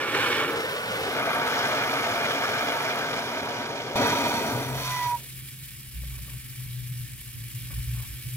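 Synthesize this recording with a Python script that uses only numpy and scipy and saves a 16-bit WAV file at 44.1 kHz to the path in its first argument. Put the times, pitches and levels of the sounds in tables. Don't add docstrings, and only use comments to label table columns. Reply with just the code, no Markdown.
import sys
import numpy as np
from scipy import signal
from scipy.fft import rfft, irfft, next_fast_len
from scipy.io import wavfile

SR = 44100
rng = np.random.default_rng(int(sys.argv[2]) if len(sys.argv) > 2 else 0)


def gain_from_db(level_db):
    decades = np.asarray(level_db, float) / 20
    return 10 ** decades


def wav_record(signal):
    frames = np.transpose(np.atleast_2d(signal))
    bounded = np.clip(frames, -1, 1)
    quanta = np.round(bounded * 32767).astype(np.int16)
    wavfile.write(sys.argv[1], SR, quanta)


N = 368676
OUT_S, OUT_DB_PER_S = 5.153, 954


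def in_time(*tables):
    rows = [row for table in tables for row in table]
    s, *columns = np.transpose(rows)
    return [np.interp(np.arange(N) / SR, s, column) for column in columns]


def since(s):
    return np.maximum(np.arange(N) / SR - s, 0)


def sounding(table, rise_s, fall_s):
    t = np.arange(N) / SR
    rise = (t - table[0][0]) / rise_s
    fall = (table[-1][0] - t) / fall_s
    return np.sqrt(np.clip(np.minimum(rise, fall), 0, 1))


def at_hz(points, hz):
    table_hz, value = np.transpose(points)
    return np.interp(np.log(hz), np.log(table_hz), value)


def rms_one(x):
    return x / np.sqrt(np.mean(np.abs(x) ** 2) + 1e-20)


def drift(rate, count=N):
    r = np.exp(-80 * np.pi * rate / SR)
    noise = rng.standard_normal(count // 40 + 2002)
    slow = signal.lfilter([1], [1, -2 * r, r * r], noise)[2000:]
    return np.interp(np.arange(count) / 40, np.arange(len(slow)), rms_one(slow))


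def yard(hz, echo_db):
    lags_s = rng.uniform(.003, .022, (8, 1, 1)) + rng.normal(0, 1, (8, 2, 1)) * .00004
    signs = rng.choice([-1, 1], (8, 1, 1))
    echoes = (signs * np.exp(-2j * np.pi * hz * lags_s)).sum(axis=0)
    gain = gain_from_db(echo_db) * np.clip(hz / 1500, 0, 1)
    return (1 + gain * echoes) / np.sqrt(1 + 8 * gain ** 2)


def turbulence(colour, peaks, alike, lag_s, count, gust_db, patchy_db):
    size = next_fast_len(count)
    hz = np.maximum(np.arange(size // 2 + 1) * SR / size, 1.)
    above_octaves = np.maximum(np.log2(hz / colour[-1][0]), 0)
    below_octaves = np.maximum(np.log2(colour[0][0] / hz), 0)
    shape_db = np.tile(at_hz(colour, hz) - 24 * (above_octaves + below_octaves), (2, 1))
    for centre, width, *db in peaks:
        shape_db += np.array(db)[:, None] / (1 + ((hz - centre) / (width / 2)) ** 2)

    shared, left, right = rfft(rng.standard_normal((3, size)))
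    like = np.clip(at_hz(alike, hz), 0, 1)
    late = np.exp(-2j * np.pi * hz * lag_s)
    together = np.sqrt(like) * shared * np.array([late ** 0, late])
    apart = np.sqrt(1 - like) * np.array([left, right])
    ports = (together + apart) * gain_from_db(shape_db) * yard(hz, echo_db=-16.5)

    gust = 0.68 * drift(62, count) + 0.81 * drift(120, count)
    centres = 30 * 2 ** np.arange(0, 9.6, .5)
    centres = centres[centres < 2 * colour[-1][0]]
    bands = np.zeros((len(centres), 2, count))
    for k, centre in enumerate(centres):
        window = np.cos(np.pi * np.clip(np.log2(hz / centre), -.5, .5)) ** 2
        bright = np.clip(np.log2(centre / 300) / 4, .2, 1)
        flicker = gain_from_db(gust_db * bright * gust + patchy_db * drift(31, count))
        bands[k] = irfft(ports * window, size)[:, :count] * flicker
    return centres, bands


def flame(curve, jet_db, jet_per_sharp_db, colour, peaks, lag_s, fade_s):
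    # hz, likeness (0-1)
    flame_alike = [(60, 0.94), (500, 1), (1400, 0.93), (3000, 0.8), (6000, 0.86), (10000, 0.2)]
    zones_hz = [160, 800, 2700, 8000]
    start, stop = round(curve[0][0] * SR), round(curve[-1][0] * SR)
    strength_db, sharp_db = np.array(in_time(curve))[:, start:stop]
    levels_db = strength_db + np.array([0 * sharp_db, sharp_db, jet_db + jet_per_sharp_db * sharp_db])

    centres, bands = turbulence(colour, peaks, flame_alike, lag_s, stop - start, gust_db=1.39, patchy_db=0.9)
    power = np.mean(bands.mean(axis=1) ** 2, axis=1)
    zone_db = []
    for low, high in zip(zones_hz, zones_hz[1:]):
        inside = (centres >= low) & (centres < high)
        zone_db.append(10 * np.log10(power[inside].sum()))
    gains_db = levels_db - np.array(zone_db)[:, None]

    middles = np.log(np.sqrt(np.multiply(zones_hz[1:], zones_hz[:-1])))
    out = np.zeros((2, N))
    for centre, band in zip(centres, bands):
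        share = [np.interp(np.log(centre), middles, row) for row in np.eye(3)]
        out[:, start:stop] += band * gain_from_db(np.dot(share, gains_db))
    return out * sounding(curve, *fade_s)


def tone(hz, level_db, rough, wander_hz, own=0.2, multiple=1):
    rough, own = np.clip(rough, 0, 1), np.clip(own, 0, 1)
    common, left, right = [drift(wander_hz) + 1j * drift(wander_hz) for k in range(3)]
    noise = np.sqrt(1 - own) * common + np.sqrt(own) * np.array([left, right])
    shake = np.sqrt(1 - rough) + np.sqrt(rough / 2) * noise
    turning = np.exp(2j * np.pi * multiple * np.cumsum(hz) / SR)
    return np.sqrt(2) * gain_from_db(level_db) * np.real(shake * turning)


def swells(rows, between_db, edge_db_per_s, sag_db_per_s):
    t = np.arange(N) / SR
    level_db = np.full(N, float(between_db))
    pitch_points = []
    for s, length, db, hz in rows:
        rise_db = edge_db_per_s * np.maximum(s - t, 0)
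        fall_db = edge_db_per_s * since(s + length)
        level_db = np.maximum(level_db, db - rise_db - sag_db_per_s * since(s) - fall_db)
        pitch_points += [(s, hz), (s + length, hz)]
    hz, = in_time(sorted(pitch_points))
    return hz, level_db


def blast():
    # time_s, strength_db, sharpness_db
    blast_curve = [
        (0.0, -35, 3),
        (.11, -37, 3.5),
        (.15, -33.5, 4.5),
        (.4, -33.5, 4),
        (.55, -32.5, -2),
        (.62, -28, -17),
    ]
    # hz, level_db (per Hz)
    blast_colour = [(40, -32), (110, -7.5), (400, -4), (1500, -0.5), (3000, -9), (5000, -26), (8500, -31.5)]
    # centre_hz, width_hz, left_db, right_db
    blast_peaks = [(197, 32, -17, -14), (451, 450, 7.5, 3.5), (716, 170, -20, -5.5), (826, 85, 10, 0),
                   (935, 89, -6, -6), (1740, 240, 3, 7.5), (2040, 790, -9, -7.5), (2060, 130, -3, -10),
                   (2256, 350, 12, 12), (2550, 230, -5, 0), (3480, 330, 1, 6), (4280, 170, -2.0, 8.5),
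                   (5500, 650, 8, 6.5), (7900, 2700, -5, 4)]
    return flame(blast_curve, -10, 2.57, blast_colour, blast_peaks, lag_s=0.000081, fade_s=(.001, .12))


def hiss():
    # time_s, level_db
    hiss_curves = [
        [(0, -54.5), (.25, -47), (.6, -51), (1.5, -49), (2.7, -49), (3.45, -55.5), (3.7, -59), (3.956, -58)],
        [(3.958, -46), (4.5, -45.5), (4.72, -48), (4.85, -44.5), (5.2, -47), (5.86, -49.5), (6.2, -48),
         (7.35, -49), (7.9, -46), (8.36, -47.5)],
    ]
    # hz, level_db (per Hz)
    hiss_colour = [(200, 3.5), (350, 2.5), (650, -22.5), (1000, -22.5), (2300, -2), (6000, -15.5),
                   (11000, -3.5), (15500, -8.5)]
    # centre_hz, width_hz, left_db, right_db
    hiss_peaks = [(393, 283, -11.5, -15.5), (579, 73, -2, 1), (1160, 150, 5, -0.5), (1380, 170, -5, -3),
                  (1525, 160, 3, -8), (1530, 450, -2.5, 7.5), (1970, 180, -1.5, -2), (2070, 66, -10, -12),
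                  (2604, 270, -6.5, -5.5), (4490, 2100, -4.5, 1.5), (5400, 1200, 15, 2),
                  (5540, 320, -21, 3), (7740, 1300, -5.5, 5), (11700, 6900, -0.5, -3)]
    # hz, likeness (0-1)
    hiss_alike = [(500, 0.34), (1500, 0.57), (2300, 0.96), (5000, 0.57), (10000, 0.12), (15000, 0.3)]
    # centre_hz, sharpness (no unit), depth (0-1)
    hollow = (8600, 10, 0.31)
    level_db, = in_time(*hiss_curves)
    centres, bands = turbulence(hiss_colour, hiss_peaks, hiss_alike, .00006, N, gust_db=1.4, patchy_db=1.0)
    top = np.sqrt(np.mean(bands[centres > 9000].sum(axis=0) ** 2))
    air = bands.sum(axis=0) / top
    hollow_hz, sharpness, depth = hollow
    before = sounding(hiss_curves[0], 2.1, .001)
    b, a = signal.iirpeak(hollow_hz, sharpness, fs=SR)
    air = air - depth * before * signal.lfilter(b, a, air)
    return air * gain_from_db(level_db + 3.5)


def swung():
    # time_s, strength_db, sharpness_db
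    swing_curve = [
        (.48, -32, -4.5),
        (.7, -36, 1),
        (.85, -36.5, -0.5),
        (1.0, -33.5, -1.5),
        (1.2, -31, -9),
    ]
    # hz, level_db (per Hz)
    swing_colour = [(40, -31), (110, -4), (300, -2), (700, -2), (1500, -5.5), (3000, -11.5), (6000, -29.5),
                    (8800, -32)]
    # centre_hz, width_hz, left_db, right_db
    swing_peaks = [(190, 40, -1, 0.5), (352, 63, -3.5, -10), (454, 110, 6, 5), (800, 120, -6, -2),
                   (1430, 200, 3.5, 6), (2220, 200, 4, 0), (2620, 260, -9, -1), (5500, 430, 2, 7.5)]
    # time_s, lag_ms
    ground_echo = [
        (.48, 2.2),
        (.62, 2.3),
        (.7, 1.85),
        (.8, 1.53),
        (.87, 1.1),
        (.93, 1.44),
        (.98, 2.25),
        (1.2, 2.44),
    ]
    direct = flame(swing_curve, -5, 0.18, swing_colour, swing_peaks, lag_s=0.00018, fade_s=(.1, .15))
    late_ms, = in_time(ground_echo)
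    where = np.arange(N) - late_ms * SR / 1000
    echo = np.array([np.interp(where, np.arange(N), port) for port in direct])
    dull = signal.sosfilt(signal.butter(1, 600, fs=SR, output='sos'), echo)
    return (direct + 0.15 * echo + 0.41 * dull) * gain_from_db(-2.0)


def lying():
    # time_s, strength_db, sharpness_db
    lying_curve = [
        (1.0, -32.5, -6.5),
        (1.2, -32.5, 0.5),
        (1.5, -32, .5),
        (2.4, -33, 0),
        (2.7, -34.5, 1.6),
        (3.04, -34, -2),
        (3.5, -33.5, -7),
        (3.957, -33.5, -11.5),
    ]
    # hz, level_db (per Hz)
    lying_colour = [(40, -42.5), (110, -3.5), (300, 2), (700, -6.5), (1500, -5.5), (3000, -7.5),
                    (6000, -20), (8800, -40.5)]
    # centre_hz, width_hz, left_db, right_db
    lying_peaks = [(40, 28, 22, 27), (192.7, 22, -16, -25), (329, 33, -7.5, -19), (455, 24, 6, 0.5),
                   (682, 230, 13.5, 10.5), (796, 60, 2.5, -12.5), (935, 290, -5, 17.5), (1012, 39, -5, -5),
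                   (1103, 394, 7, -11), (1240, 193, 6, 12.5), (1567, 400, 10, 11), (1770, 280, -2.5, -2),
                   (2160, 59, 11, 7.5), (2380, 330, -1.5, 12.5), (2626, 210, -9, -8.5),
                   (2590, 1300, 1.5, -5.5), (3250, 360, -10, 2), (3910, 420, -4.5, -4),
                   (4590, 570, -11, -5), (5360, 170, 6.5, -22), (5500, 680, -9.5, 4.5),
                   (6140, 540, -3.5, -8.5), (7040, 620, -4, 8), (7450, 880, -4, -9), (9600, 130, 17, -26)]
    roar = flame(lying_curve, -2.15, 0.48, lying_colour, lying_peaks, lag_s=0.00013, fade_s=(.2, .001))
    treble = signal.sosfilt(signal.butter(1, 3940, 'high', fs=SR, output='sos'), roar)
    shadow = 0.65 * np.clip(1 - since(1.45) / 0.078, 0, 1)
    return roar - shadow * treble


def whistle():
    # time_s, pitch_hz, level_db
    loose_curve = [(2.95, 965, -54), (3.12, 968, -52), (3.19, 978, -45), (3.27, 955, -44), (3.45, 962, -46),
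                   (3.64, 955, -41), (3.72, 930, -48), (3.93, 943, -47), (3.97, 950, -44), (4.05, 968, -46),
                   (4.14, 968, -42.5), (4.22, 950, -46.5), (4.3, 942, -46), (4.39, 932, -41.5),
                   (4.44, 905, -54), (4.55, 890, -55), (4.6, 890, -60)]
    stepped = since(3.957) > 0
    hz, level_db = in_time(loose_curve)
    loose = tone(hz, level_db + 11 * stepped, .6 - .25 * stepped, wander_hz=28)
    loose = loose * sounding(loose_curve, .05, .03)

    lock_s, lock_hz, sag_hz_per_s, out_sag_hz_per_s = 4.743, 1029, 170, 530
    ceiling_db, start_under_db, growth_s = -21.5, 27.5, 0.23
    hz = lock_hz - sag_hz_per_s * since(lock_s) - out_sag_hz_per_s * since(OUT_S)
    hz = np.maximum(hz, lock_hz / 2)
    level_db = ceiling_db - start_under_db * np.exp(-since(lock_s) / growth_s)
    level_db = level_db - OUT_DB_PER_S * since(OUT_S)
    bloom_db = -38.5 - 6 * ((np.arange(N) / SR - 4.985) / 0.078) ** 4
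    octave_db = np.maximum(bloom_db, level_db - 31)
    locked = tone(hz, level_db, .015, wander_hz=30) + tone(hz, octave_db, .04, wander_hz=30, multiple=2)
    locked = locked * sounding([[lock_s], [N / SR]], .12, 1 / SR)
    sides = np.array([[-1], [1]])
    return loose * gain_from_db(3.2 * sides) + locked * gain_from_db(2.2 * sides)


def starving():
    # time_s, strength_db, sharpness_db
    starving_curve = [(3.957, -26.5, -3), (4.1, -29.5, -1), (4.6, -33.5, -3.5), (4.67, -37, -3.5),
                      (4.75, -37, -3.5), (4.8, -41.5, 4), (4.9, -49.5, 11), (5.08, -53, 9),
                      (5.16, -55.5, 3.5), (5.2, -52, -2), (5.22, -50, -18), (5.29, -52, -16)]
    # hz, level_db (per Hz)
    starving_colour = [(40, -28), (110, -5.5), (300, -14), (700, -6), (1500, -7), (3000, -13), (6000, -8.5),
                       (8800, -43)]
    # centre_hz, width_hz, left_db, right_db
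    starving_peaks = [(187, 30, -12, -9), (255.5, 104, 16, 11.5), (429, 77, 9, 4.5), (650, 240, 8, 4.5),
                      (950, 81, 11, 13), (1035, 43, -7, -6), (1087, 490, -17, -7), (1193, 260, 16.5, 2.5),
                      (1770, 430, 4, -3), (1774, 110, -14, -5), (2470, 200, 6.5, 8.5), (2700, 280, -7, -12),
                      (3270, 420, -5, 4), (3620, 230, 9.5, 2.5), (4500, 400, 12, 14),
                      (4620, 230, -6.5, -8.5), (4690, 2150, -17.5, -14), (5330, 220, -5, -9),
                      (6340, 330, -11, -21), (7350, 2200, -7, 1.5), (8900, 300, 18, 0)]
    dying = flame(starving_curve, -5, 1.4, starving_colour, starving_peaks, lag_s=0.00013, fade_s=(.0003, .05))
    afterglow_db = 5
    return dying * gain_from_db(-np.minimum(OUT_DB_PER_S * since(OUT_S), afterglow_db))


def engine():
    # start_s, length_s, level_db, pitch_hz
    hum_swells = [(4.54, 0.02, -32, 121), (4.58, .03, -36, 126), (4.66, 0.15, -35.5, 131),
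                  (4.84, .15, -39.5, 130), (5.055, 0.017, -38, 128), (5.12, 0.05, -46, 120),
                  (5.19, 0.041, -44, 131), (5.34, .05, -48, 129), (5.44, .12, -45.5, 132),
                  (5.6, .03, -46, 131), (5.7, .1, -47.5, 130), (5.97, 0.054, -42.5, 122.3),
                  (6.07, 0.17, -39.5, 125.5), (6.34, 0.031, -37, 124.4), (6.46, 0.057, -37.5, 125.6),
                  (6.59, 0.052, -34, 125.2), (6.69, 0.18, -35.5, 123.2), (6.9, 0.17, -34.5, 122.7),
                  (7.12, .03, -40, 125.9), (7.27, 0.045, -41.5, 117.9), (7.35, .13, -38, 118.5),
                  (7.545, 0.033, -35, 120.8), (7.62, .11, -35, 120), (7.77, 0.076, -35, 121.1),
                  (7.88, 0.076, -32, 120), (7.98, .05, -31.5, 121), (8.085, 0.025, -43, 123.8),
                  (8.17, 0.042, -38, 126.8), (8.26, 0.026, -33.5, 121), (8.33, 0.036, -33.5, 125.8)]
    # start_s, length_s, level_db, pitch_hz
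    sub_swells = [(4.75, 0.12, -48, 58), (5.965, 0.17, -33, 60.6), (6.17, 0.23, -42.5, 59.5),
                  (6.66, 0.044, -47, 62), (6.8, 0.14, -48, 57.9), (7.01, 0.2, -49, 58.54),
                  (7.22, 0.19, -51, 58.2), (7.45, 0.079, -49, 56.94), (7.63, 0.038, -45, 59),
                  (7.75, 0.054, -34, 59.6), (7.88, .13, -34, 60.2), (8.11, 0.041, -37.5, 57.6),
                  (8.25, 0.041, -51, 55.5)]
    # hz, level_db (per Hz)
    rumble_colour = [(12, -44), (20, -13), (80, -5), (130, 1.5), (155, -1.5), (190, -24.5), (312, -33),
                     (500, -47), (650, -68), (1100, -120)]
    # hz, likeness (0-1)
    rumble_alike = [(40, 0.6), (130, 0.65), (400, 0.45)]
    hz, level_db = swells(hum_swells, between_db=-50.5, edge_db_per_s=560, sag_db_per_s=2.2)
    sub_hz, sub_db = swells(sub_swells, between_db=-57, edge_db_per_s=530, sag_db_per_s=24)
    upper = tone(hz, level_db, 0.083, wander_hz=8.4) * gain_from_db(np.array([[.9], [-.9]]))
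    lower = tone(sub_hz, sub_db, 0.03, wander_hz=4.5) * gain_from_db(np.array([[-.6], [.6]]))
    centres, bands = turbulence(rumble_colour, [], rumble_alike, 0, N, gust_db=-0.5, patchy_db=5.0)
    swell = gain_from_db(-44.5 + 0.22 * (level_db + 42.0) + 0.33 * (sub_db + 46.5))
    rumble = swell * rms_one(bands.sum(axis=0))
    fade_in = np.sqrt(np.minimum(since(4.47) / .08, 1))
    return fade_in * (upper + lower + rumble)


def tongs():
    # start_s, peak_db, scrape_length_s, brightness_db (per octave), tick_db
    knocks = [(5.993, -60, .006, 8, -62), (6.032, -41, .008, -15, -66), (6.1, -60, .03, 8, -66),
              (6.14, -59, .012, 8, -62), (6.18, -42, 0.0059, -3, -60), (6.253, -58, .008, 10, -62),
              (6.277, -45, .008, -2, -56), (6.3, -55, .02, 8, -64), (6.333, -46, .006, -7, -60),
              (6.602, -56, 0.0061, 10, -60), (6.651, -60, 0.0046, 10, -62), (7.215, -54, 0.0018, 3, -46),
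              (7.283, -62, .004, 10, -60), (7.659, -60, .015, 10, -66), (7.701, -48, .01, 6, -56),
              (7.725, -48, 0.0067, 4, -56), (7.78, -57, .012, 10, -64), (7.945, -58, .01, 15, -56),
              (7.969, -51, .012, 10, -62), (7.996, -51, .015, 12, -62), (8.03, -55, 0.013, 12, -64)]
    # pitch_hz, level_db, ring_s (time to fall 60 dB)
    steel = [(597, -6, 0.043), (700, -16, .012), (850, -7, .012), (980, -5, 0.013), (1130, 3, 0.024),
             (1260, -6, .012), (1500, 2, .01)]
    t, out = np.arange(N) / SR, np.zeros(N)
    grit = rng.standard_normal(N)
    for s, peak_db, length, high_db, tick_db in knocks:
        span = slice(round(s * SR), round((s + .02) * SR))
        age = t[span] - t[span][0]
        out[span] += gain_from_db(tick_db + 6) * np.exp(-age / .0012) * grit[span]
    out = signal.sosfilt(signal.butter(2, [400, 5000], 'band', fs=SR, output='sos'), out + 1e-18)

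    for hz, level_db, ring_s in steel:
        touch = np.full(N, 1e-18)
        for s, peak_db, length, high_db, tick_db in knocks:
            span = slice(round(s * SR), round((s + .2) * SR))
            age = t[span] - t[span][0]
            shape = np.minimum(age / 0.0018, 1) * np.exp(-(age / max(length, .002) / 2.2) ** 2)
            push_db = peak_db - 32.5 + high_db * np.log2(hz / 800)
            touch[span] += gain_from_db(push_db) * shape * grit[span]
        r, w = gain_from_db(-60 / (ring_s * SR)), 2 * np.pi * hz / SR
        ring = signal.lfilter([0, np.sin(w)], [1, -2 * r * np.cos(w), r * r], touch)
        out += gain_from_db(level_db) * ring
    return out * gain_from_db(np.array([[-1.5], [1.5]]))


def scene():
    torch = blast() + swung() + lying() + starving() + whistle()
    return torch + hiss() + engine() + tongs()


def top_cut(x):
    return signal.sosfilt(signal.butter(12, 15900, fs=SR, output="sos"), x)


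def record(dry):
    size = next_fast_len(N)
    hz = np.arange(size // 2 + 1) * SR / size
    below = np.clip((15870 - hz) / 120, .0005, 1)
    mix = irfft(rfft(dry, size) * below, size)[:, :N]
    return top_cut(mix)


dry = scene()
out = record(dry)
wav_record(out)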